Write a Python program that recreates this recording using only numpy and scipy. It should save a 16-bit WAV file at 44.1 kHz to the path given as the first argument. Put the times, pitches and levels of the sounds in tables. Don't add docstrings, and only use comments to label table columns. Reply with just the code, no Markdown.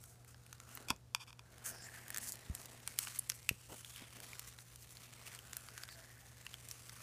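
import sys
import numpy as np
from scipy import signal
from scipy.fft import rfft, irfft, next_fast_len
from scipy.io import wavfile
from scipy.ndimage import uniform_filter1d

SR = 44100
rng = np.random.default_rng(int(sys.argv[2]) if len(sys.argv) > 2 else 0)


def file_out(sig):
    cols = np.atleast_2d(sig).T
    lim = np.clip(cols, -1, 1)
    pcm = np.round(lim * 32767).astype(np.int16)
    wavfile.write(sys.argv[1], SR, pcm)


N = 309582
T = np.arange(N) / SR


def amp(db):
    return 10 ** (np.asarray(db) / 20)


def evened(x):
    return x / np.sqrt(np.mean(x ** 2) + 1e-20)


def unit(x):
    return x / np.linalg.norm(x)


def curves(rows, at=T):
    seconds, *columns = np.transpose(rows)
    return [np.interp(at, seconds, column) for column in columns]


def add(mix, start, sound):
    part = mix[round(start * SR):][:len(sound)]
    part += sound[:len(part)]


def coloured(x, points):
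    hz, db = np.transpose(points)
    size = next_fast_len(len(x))
    log_hz = np.log(np.fft.rfftfreq(size, 1 / SR) + 1)
    gain = amp(np.interp(log_hz, np.log(hz), db))
    return evened(irfft(rfft(x, size) * gain, size)[:len(x)])


def tilted(x, tilt, low_hz, size=4096):
    hz = abs(np.fft.fftfreq(size, 1 / SR)) + 20
    slope = amp(tilt * np.log2(np.maximum(hz, low_hz) / low_hz))
    log_gain = np.log(slope / np.sqrt(1 + (low_hz / hz) ** 6))
    taps = np.fft.ifft(np.exp(np.conj(signal.hilbert(log_gain)))).real
    return signal.fftconvolve(x, taps)[:len(x)]


def resonate(x, hz, width_hz):
    turn = np.exp(2j * np.pi * np.cumsum(hz * np.ones(len(x))) / SR)
    r = np.exp(-np.pi * abs(width_hz) / SR)
    return 2 * (turn * signal.lfilter([1 - r], [1, -r], x / turn)).real


def grains(per_s, spread_db, wash, clump_db):
    size = amp(spread_db * np.minimum(rng.exponential(1, N), 4))
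    energy = size ** 2 * (rng.random(N) < per_s / SR)
    energy = signal.lfilter([1], [1, -np.exp(-1 / (0.00052 * SR))], energy)
    bursts = np.sqrt(energy / energy.mean() + wash ** 2) * rng.standard_normal(N)
    clumps = evened(uniform_filter1d(rng.standard_normal(N), size=400))
    return evened(bursts * amp(clump_db * clumps))


def crack(decay, tail, tail_decay):
    t = T[:SR // 20]
    return rng.choice([-1, 1], len(t)) * (np.exp(-t / decay) + tail * np.exp(-t / tail_decay))


# frequency in Hz, level in dB rms.
HUM_PARTIALS = [(119.9, -64.5), (240, -82.5), (360, -87.5), (480, -84.5), (962, -106)]
# frequency in Hz, relative level in dB per Hz.
ROOM_COLOUR = [(20, -40), (40, -9), (60, 6.5), (85, 4), (130, -0.5), (220, -9), (330, -13.5), (500, -12.5),
               (800, -15.5), (1400, -21.5), (2200, -25.5), (5000, -24.5), (15000, -31.5)]
ROOM_DB = -66


def background():
    hum = sum(amp(db) * np.sqrt(2) * np.sin(2 * np.pi * (hz * T + rng.random()))
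              for hz, db in HUM_PARTIALS)
    return hum + amp(ROOM_DB) * coloured(rng.standard_normal(N), ROOM_COLOUR)


def walls(x, t60, wet_db):
    t = T[:SR // 2]
    noise = coloured(rng.standard_normal(len(t)), [(200, 2), (3000, -4.0), (15000, -8.5)])
    tail = noise * amp(-60 * t / t60) * (t > .004)
    return x + amp(wet_db) * signal.oaconvolve(x, unit(tail))[:N]


# start in seconds, level in dB before decay and low cut, frequency in Hz, decay in seconds.
LUMP_THUMPS = [(0.905, -27.5, 254, 0.002), (2.4984, -27.5, 74, 0.0062), (2.499, -41.5, 163, 0.007),
               (3.512, -31.5, 141, 0.0034), (3.5125, -35, 403, 0.00095)]


def thumps():
    t, out = T[:SR // 10], np.zeros(N)
    for start, db, hz, decay in LUMP_THUMPS:
        add(out, start, -amp(db) * np.exp(-t / decay) * np.sin(2 * np.pi * hz * t))
    return signal.sosfilt(signal.butter(2, 46, "high", fs=SR, output="sos"), out)


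# frequency in Hz, relative height of the spectral peak in dB, decay in seconds.
CAN_MODES = [(943, 1, 0.0014), (1270, -5.5, 0.00045), (1830, -12.5, 0.00099), (2460, 3.5, 0.00099),
             (3450, 1.5, 0.00067), (4680, 0.5, 0.00077), (5520, -3, 0.0005), (6730, -8, 0.00026),
             (8530, -12.5, 0.00018), (11000, -14, 0.00017)]


def can_body():
    t = T[:SR // 10]
    modes = np.zeros(len(t))
    for k, (hz, db, decay) in enumerate(CAN_MODES):
        envelope = t / decay ** 2 * np.exp(-t / decay)
        modes += (-1) ** k * amp(db) * envelope * np.sin(2 * np.pi * hz * t)
    body = unit(modes)
    add(body, 0, 0.41 * unit(crack(decay=0.0016, tail=0.134, tail_decay=0.00413)))
    return body


# start in seconds, end in seconds, friction level in dB rms before its rise and fall.
CAN_SCRAPES = [(.884, 0.894, -45), (0.897, 0.914, -41.5), (1.195, 1.243, -53), (1.272, 1.305, -56)]


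def scrapes(body):
    out = np.zeros(N)
    rubbing = grains(per_s=900, spread_db=0.0, wash=1.0, clump_db=0.5)
    friction = evened(signal.oaconvolve(rubbing, body)[:N])
    for start, end, db in CAN_SCRAPES:
        progress = np.clip((T - start) / (end - start), 0, 1)
        out += amp(db) * friction * np.sqrt(abs(np.sin(np.pi * progress)))
    return out


# start in seconds, level in dB before a common trim, tilt in dB per octave.
CAN_KNOCKS = [(.8851, -16.5, 5), (0.8999, -15, 0), (0.9037, -2, 1), (0.9063, -7, -10), (0.912, -16, -5),
              (0.9164, -30, 5), (1.1482, -2, 0.5), (1.1623, -29, 2), (1.305, -28, -2), (1.3288, -27, -0.5),
              (1.3932, -23.5, -1)]


def knocks(body):
    out = np.zeros(N)
    for start, db, tilt in CAN_KNOCKS:
        add(out, start, amp(db - 4.0) * unit(tilted(body, tilt, low_hz=770)))
    return out


# start in seconds, length in seconds,
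# level in dB rms before the fades, start frequency in Hz, end frequency in Hz, resonance width in Hz.
AIR_SQUEAKS = [(0, 0.3, -77, 680, 742.5, 90), (1.686, 0.21, -61.5, 5300, 5165, 900),
               (1.806, 0.078, -58, 7455, 7240, 1300), (3.1878, 0.0086, -31, 12500, 8600, 2300),
               (3.291, 0.016, -43.5, 10500, 9000, 4950), (5.879, 0.085, -61.5, 4640, 4500, 895),
               (5.911, .15, -69, 677, 685, 70), (6.208, 0.092, -73, 800, 780, 70)]


def squeaks():
    out = np.zeros(N)
    for start, length, db, start_hz, end_hz, width_hz in AIR_SQUEAKS:
        hz = np.linspace(start_hz, end_hz, round(length * SR))
        air = rng.standard_normal(SR)[:len(hz)]
        whistle = resonate(resonate(air, hz, width_hz), hz, width_hz)
        add(out, start, amp(db) * evened(whistle) * signal.windows.tukey(len(hz), .5))
    return out


# start in seconds, end in seconds,
# nominal first peak in dB, nominal last peak in dB, nominal slips per second.
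STICK_SLIPS = [(2.213, 2.297, -54, -25.5, 180), (2.318, 2.34, -20.5, -38, 220)]


def slips():
    out = np.zeros(N)
    for start, end, first_db, last_db, per_s in STICK_SLIPS:
        gap_draw, level_draw = rng.standard_normal((64, 2)).T
        times = start + np.cumsum(np.exp(0.21 * gap_draw)) / per_s
        sizes = amp(np.interp(times, [start, end], [first_db, last_db]) + 1.8 * level_draw)
        during = times < end
        out[np.round(times[during] * SR).astype(int)] = sizes[during]
    tick = tilted(crack(decay=0.00051, tail=0.15, tail_decay=0.0019), -0.89, low_hz=6000)
    return signal.oaconvolve(out, tick / abs(tick).max())[:N]


# time in seconds, effort in dB,
# brightness in dB (lifts the fizz and lowers the squelch).
SHEAR_EFFORT = [(0, -79, 1.5), (.5, -73.5, -0.5), (.83, -64, -3), (.93, -71, -7.5), (1.0, -84, 1),
                (1.36, -79, -3.5), (1.68, -62, -2.5), (2.12, -60.5, -2), (2.42, -65.5, -2),
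                (2.8, -65, -1.5), (3.13, -64, 1), (3.55, -68.5, 2.5), (4.3, -66.5, -1), (4.68, -70.5, 2.5),
                (5.08, -65.5, -0.5), (5.92, -64, -1), (6.3, -68, 0.5), (7.02, -63.5, 1)]


def threads(per_s, level_db, spread_db):
    out, t = np.zeros(N), T[:SR // 20]
    activity = amp(curves(SHEAR_EFFORT)[0])
    rate = per_s * np.minimum(activity / np.median(activity), 1) ** 2
    for start in T[rng.random(N) < rate / SR]:
        size, pitch = rng.random(2)
        ring = unit(np.exp(-t / 0.00044) * np.sin(2 * np.pi * 1400 * 5 ** pitch * t))
        snap = unit(tilted(crack(decay=0.00011, tail=0.17, tail_decay=0.0032), -0.27, low_hz=970))
        add(out, start, amp(level_db + spread_db * size ** 2) * (snap + 0.51 * ring))
    return out


SWELL_S, SAG_DB_PER_S, RELEASE_S = 0.024, 26, 0.015


def swell(start, length):
    age = np.maximum(T - start, 0)
    attack = np.minimum(age / SWELL_S, 1)
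    release = np.exp(-np.clip((age - length) / RELEASE_S, 0, 20))
    return (attack * amp(-SAG_DB_PER_S * age) * release) ** 2


# start in seconds, length in seconds,
# fizz level in dB before the swell, crackle level in dB before the swell.
PASTE_TEARS = [(0, .14, -61.5, -74), (0.265, 0.05, -61, -68.5), (0.673, 0.14, -61, -65.5),
               (1.637, 0.059, -39.5, -53), (1.92, .07, -59, -56), (2.202, 0.1, -45.5, -60.5),
               (2.527, 0.11, -55.5, -72), (2.85, 0.086, -58, -65), (2.97, 0.078, -45, -53),
               (3.057, 0.068, -51.5, -56), (3.136, 0.018, -44, -53), (3.333, 0.017, -49.5, -78),
               (3.684, 0.12, -53, -61), (3.85, 0.15, -55.5, -64), (3.942, 0.11, -60, -56.5),
               (4.11, 0.095, -61, -63), (4.212, 0.32, -57, -61), (4.457, 0.031, -53.5, -64),
               (4.575, 0.048, -59, -72), (4.788, 0.038, -54.5, -69), (4.893, .03, -54, -69),
               (5.019, 0.028, -53.5, -56.5), (5.245, .035, -53.5, -58.5), (5.294, 0.066, -58, -60),
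               (5.546, 0.16, -60, -76.5), (5.745, 0.099, -57.5, -61), (5.897, 0.029, -56, -73),
               (6.69, 0.038, -53.5, -61)]
# start in seconds, length in seconds, level in dB before the swell.
LUMP_SQUASHES = [(0.784, .04, -61), (1.655, 0.098, -58), (2.52, 0.23, -65.5), (3.685, 0.052, -53),
                 (3.996, 0.031, -59.5), (4.152, .08, -63.5)]
SQUELCH_DB, CRACKLE_DB, FIZZ_DB, SQUELCH_PER_BRIGHT = -7.5, 0.16, 3, 2.76


def shear():
    effort_db, bright_db = curves(SHEAR_EFFORT)
    squelch = amp(effort_db + SQUELCH_DB - SQUELCH_PER_BRIGHT * bright_db) ** 2
    crackle = amp(effort_db + CRACKLE_DB) ** 2
    fizz = amp(effort_db + FIZZ_DB + bright_db) ** 2
    for start, length, fizz_db, crackle_db in PASTE_TEARS:
        power = swell(start, length)
        fizz += amp(fizz_db) ** 2 * power
        crackle += amp(crackle_db) ** 2 * power
    for start, length, db in LUMP_SQUASHES:
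        squelch += amp(db) ** 2 * swell(start, length)
    return np.sqrt([squelch, crackle, fizz])


def shifting(x, patchy_db):
    z = signal.stft(x, nperseg=1024)[2].T
    patches = rng.standard_normal(z.shape)
    for _ in range(2):
        patches = uniform_filter1d(patches, size=9, axis=0)
        patches = uniform_filter1d(patches, size=11, axis=1)
    return evened(signal.istft((z * amp(patchy_db * evened(patches))).T, nperseg=1024)[1][:N])


# time in seconds, resonance in Hz before any wander, its share of the crackle from 0 to 1.
FURROW_CAVITY = [(0, 1370, 0.45), (.7, 1360, 0.49), (1.65, 1490, 0.62), (1.95, 1800, 0.84),
                 (2.2, 1790, 0.46), (2.75, 1880, 0.17), (3.1, 1110, 0.01), (3.55, 2620, 0.14),
                 (3.98, 3420, 0.4), (4.3, 2400, 0), (5.05, 2400, 0.07), (5.4, 1460, 0.22),
                 (5.85, 1620, 0.52), (6.17, 1780, 0.62), (6.45, 1870, 0.04), (7, 1680, 0)]
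FURROW_WANDER = 0.044
# frequency in Hz, relative level in dB per Hz.
SQUELCH_COLOUR = [(100, -4.5), (220, 3.5), (330, 0.5), (500, 0), (700, 1.5), (1000, -5), (1400, -17),
                  (2500, -54)]
CRACKLE_COLOUR = [(600, -34), (1100, 0), (1700, 1.5), (2500, 2.5), (3400, -0.5), (4300, 0), (5500, -6.5),
                  (9000, -37)]
FIZZ_COLOUR = [(2500, -51), (4000, -26), (4800, -10.5), (6000, 0), (7200, 2), (9000, 2.5), (11000, 0),
               (13000, -3), (15000, -1.5)]


def paste():
    squelch_level, crackle_level, fizz_level = shear()
    furrow_hz, share = curves(FURROW_CAVITY)
    wander = evened(uniform_filter1d(rng.standard_normal(N), size=1200))
    furrow_hz = furrow_hz * (1 + FURROW_WANDER * wander)
    hollow, free = np.sqrt(np.clip([share, 1 - share], 0, 1))
    ruptures = grains(per_s=1100, spread_db=2.5, wash=0.64, clump_db=2.0)
    inside = grains(per_s=900, spread_db=3.5, wash=1.0, clump_db=2.0)
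    upper = evened(resonate(resonate(inside, furrow_hz, width_hz=475.2), furrow_hz, width_hz=474.2))
    lower = evened(resonate(inside, 0.44 * furrow_hz, width_hz=110))
    crackle = hollow * upper + free * shifting(coloured(ruptures, CRACKLE_COLOUR), patchy_db=1.5)
    squelch = evened(0.18 * hollow * lower + free * coloured(ruptures, SQUELCH_COLOUR))
    fizz = shifting(coloured(ruptures, FIZZ_COLOUR), patchy_db=1.5)
    return squelch_level * squelch + crackle_level * crackle + fizz_level * fizz


# start in seconds, level in dB before the trims of each part,
# crack tilt in dB per octave, pocket resonance in Hz.
POCKET_POPS = [(.039, -32.5, 0.5, 12200), (.345, -41.5, -7.5, 5000), (.5286, -27.5, -0.5, 6530),
               (0.6013, -31, -3, 7000), (.752, -34.5, 18.5, 11800), (0.7736, -29.5, -6, 8900),
               (2.0814, -28.5, 5, 6750), (2.104, -21.5, 5, 8700), (2.1452, -20.5, 1, 6600),
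               (2.1621, -22, -3, 9200), (2.173, -17.5, 2.5, 7440), (2.1826, -18.5, 6, 7950),
               (2.3559, -28, 1.5, 9000), (2.5506, -19.5, 3.5, 8200), (2.6155, -31, 2, 8800),
               (2.6572, -28, 4.5, 6860), (2.876, -16, -1.5, 9150), (2.9882, -5, 3, 10840),
               (3.0717, -27, -7, 2800), (3.299, -10.5, -0.5, 6080), (3.319, -26, -2.5, 5170),
               (3.4913, -6.5, 1.5, 2639), (3.847, -28.5, -1, 3410), (3.961, -30, 5, 3100),
               (4.2024, -26, -1.5, 8150), (4.332, -29.5, -2, 2260), (4.3944, -19, 1, 9500),
               (4.588, -34.5, -4.5, 3970), (4.7589, -29.5, 1.5, 9700), (4.9702, -32.5, -1, 4330),
               (5.1367, -34, -1, 6960), (5.267, -32, 1.5, 2660), (5.275, -38, -3, 2690),
               (5.349, -27.5, -1.5, 9000), (5.3898, -30, 3, 3060), (5.532, -22.5, -1.5, 7240),
               (5.568, -17.5, 6, 9500), (5.6867, -34, -6.5, 4700), (5.7783, -25, -2.5, 6740),
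               (5.8353, -24, -1.5, 4900), (5.8888, -33.5, -6, 3570), (6.4658, -25, -3.5, 2820),
               (6.5412, -26, -2, 3230), (6.6872, -27, 3.5, 8000), (6.7124, -22.5, 1, 5760),
               (6.8952, -27.5, -2.5, 5800)]
POCKET_DB, POCKET_CYCLES = -3.5, 1.8
FURROW_RING_DB = -6.5


def pops():
    out, t = np.zeros(N), T[:SR // 20]
    lead = SR // 500
    for start, db, tilt, hz in POCKET_POPS:
        burst = np.pad(crack(decay=0.0013, tail=0.33, tail_decay=0.0019), (lead, 0))
        spectrum = rfft(burst)
        snap = unit(irfft(spectrum / np.sqrt(uniform_filter1d(abs(spectrum) ** 2, size=70))))
        add(out, start - lead / SR, amp(db + 2.0 - tilt * 2.5) * tilted(snap, tilt, low_hz=1165))
        age = t * hz / POCKET_CYCLES
        add(out, start, amp(db + POCKET_DB) * age * np.exp(-age) * np.sin(2 * np.pi * hz * t))
        furrow_hz, share = curves(FURROW_CAVITY, at=start)
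        ring = np.exp(-t / 0.0016) * np.sin(2 * np.pi * furrow_hz * t)
        add(out, start, amp(db + FURROW_RING_DB) * share ** 2 * ring)
    return out


def scene():
    body = can_body()
    touches = thumps() + scrapes(body) + knocks(body)
    releases = squeaks() + slips() + threads(per_s=42, level_db=-44.5, spread_db=11)
    stirring = touches + releases + paste() + pops()
    return (background() + walls(stirring, t60=0.14, wet_db=-21.0))[None]


def record(dry):
    soft = signal.lfilter(*signal.butter(2, 14000, fs=SR), dry)
    band = signal.firwin(401, 15450, window=("kaiser", 8), fs=SR)
    return signal.oaconvolve(soft, band[None], "same")


dry = scene()
out = record(dry)
file_out(out)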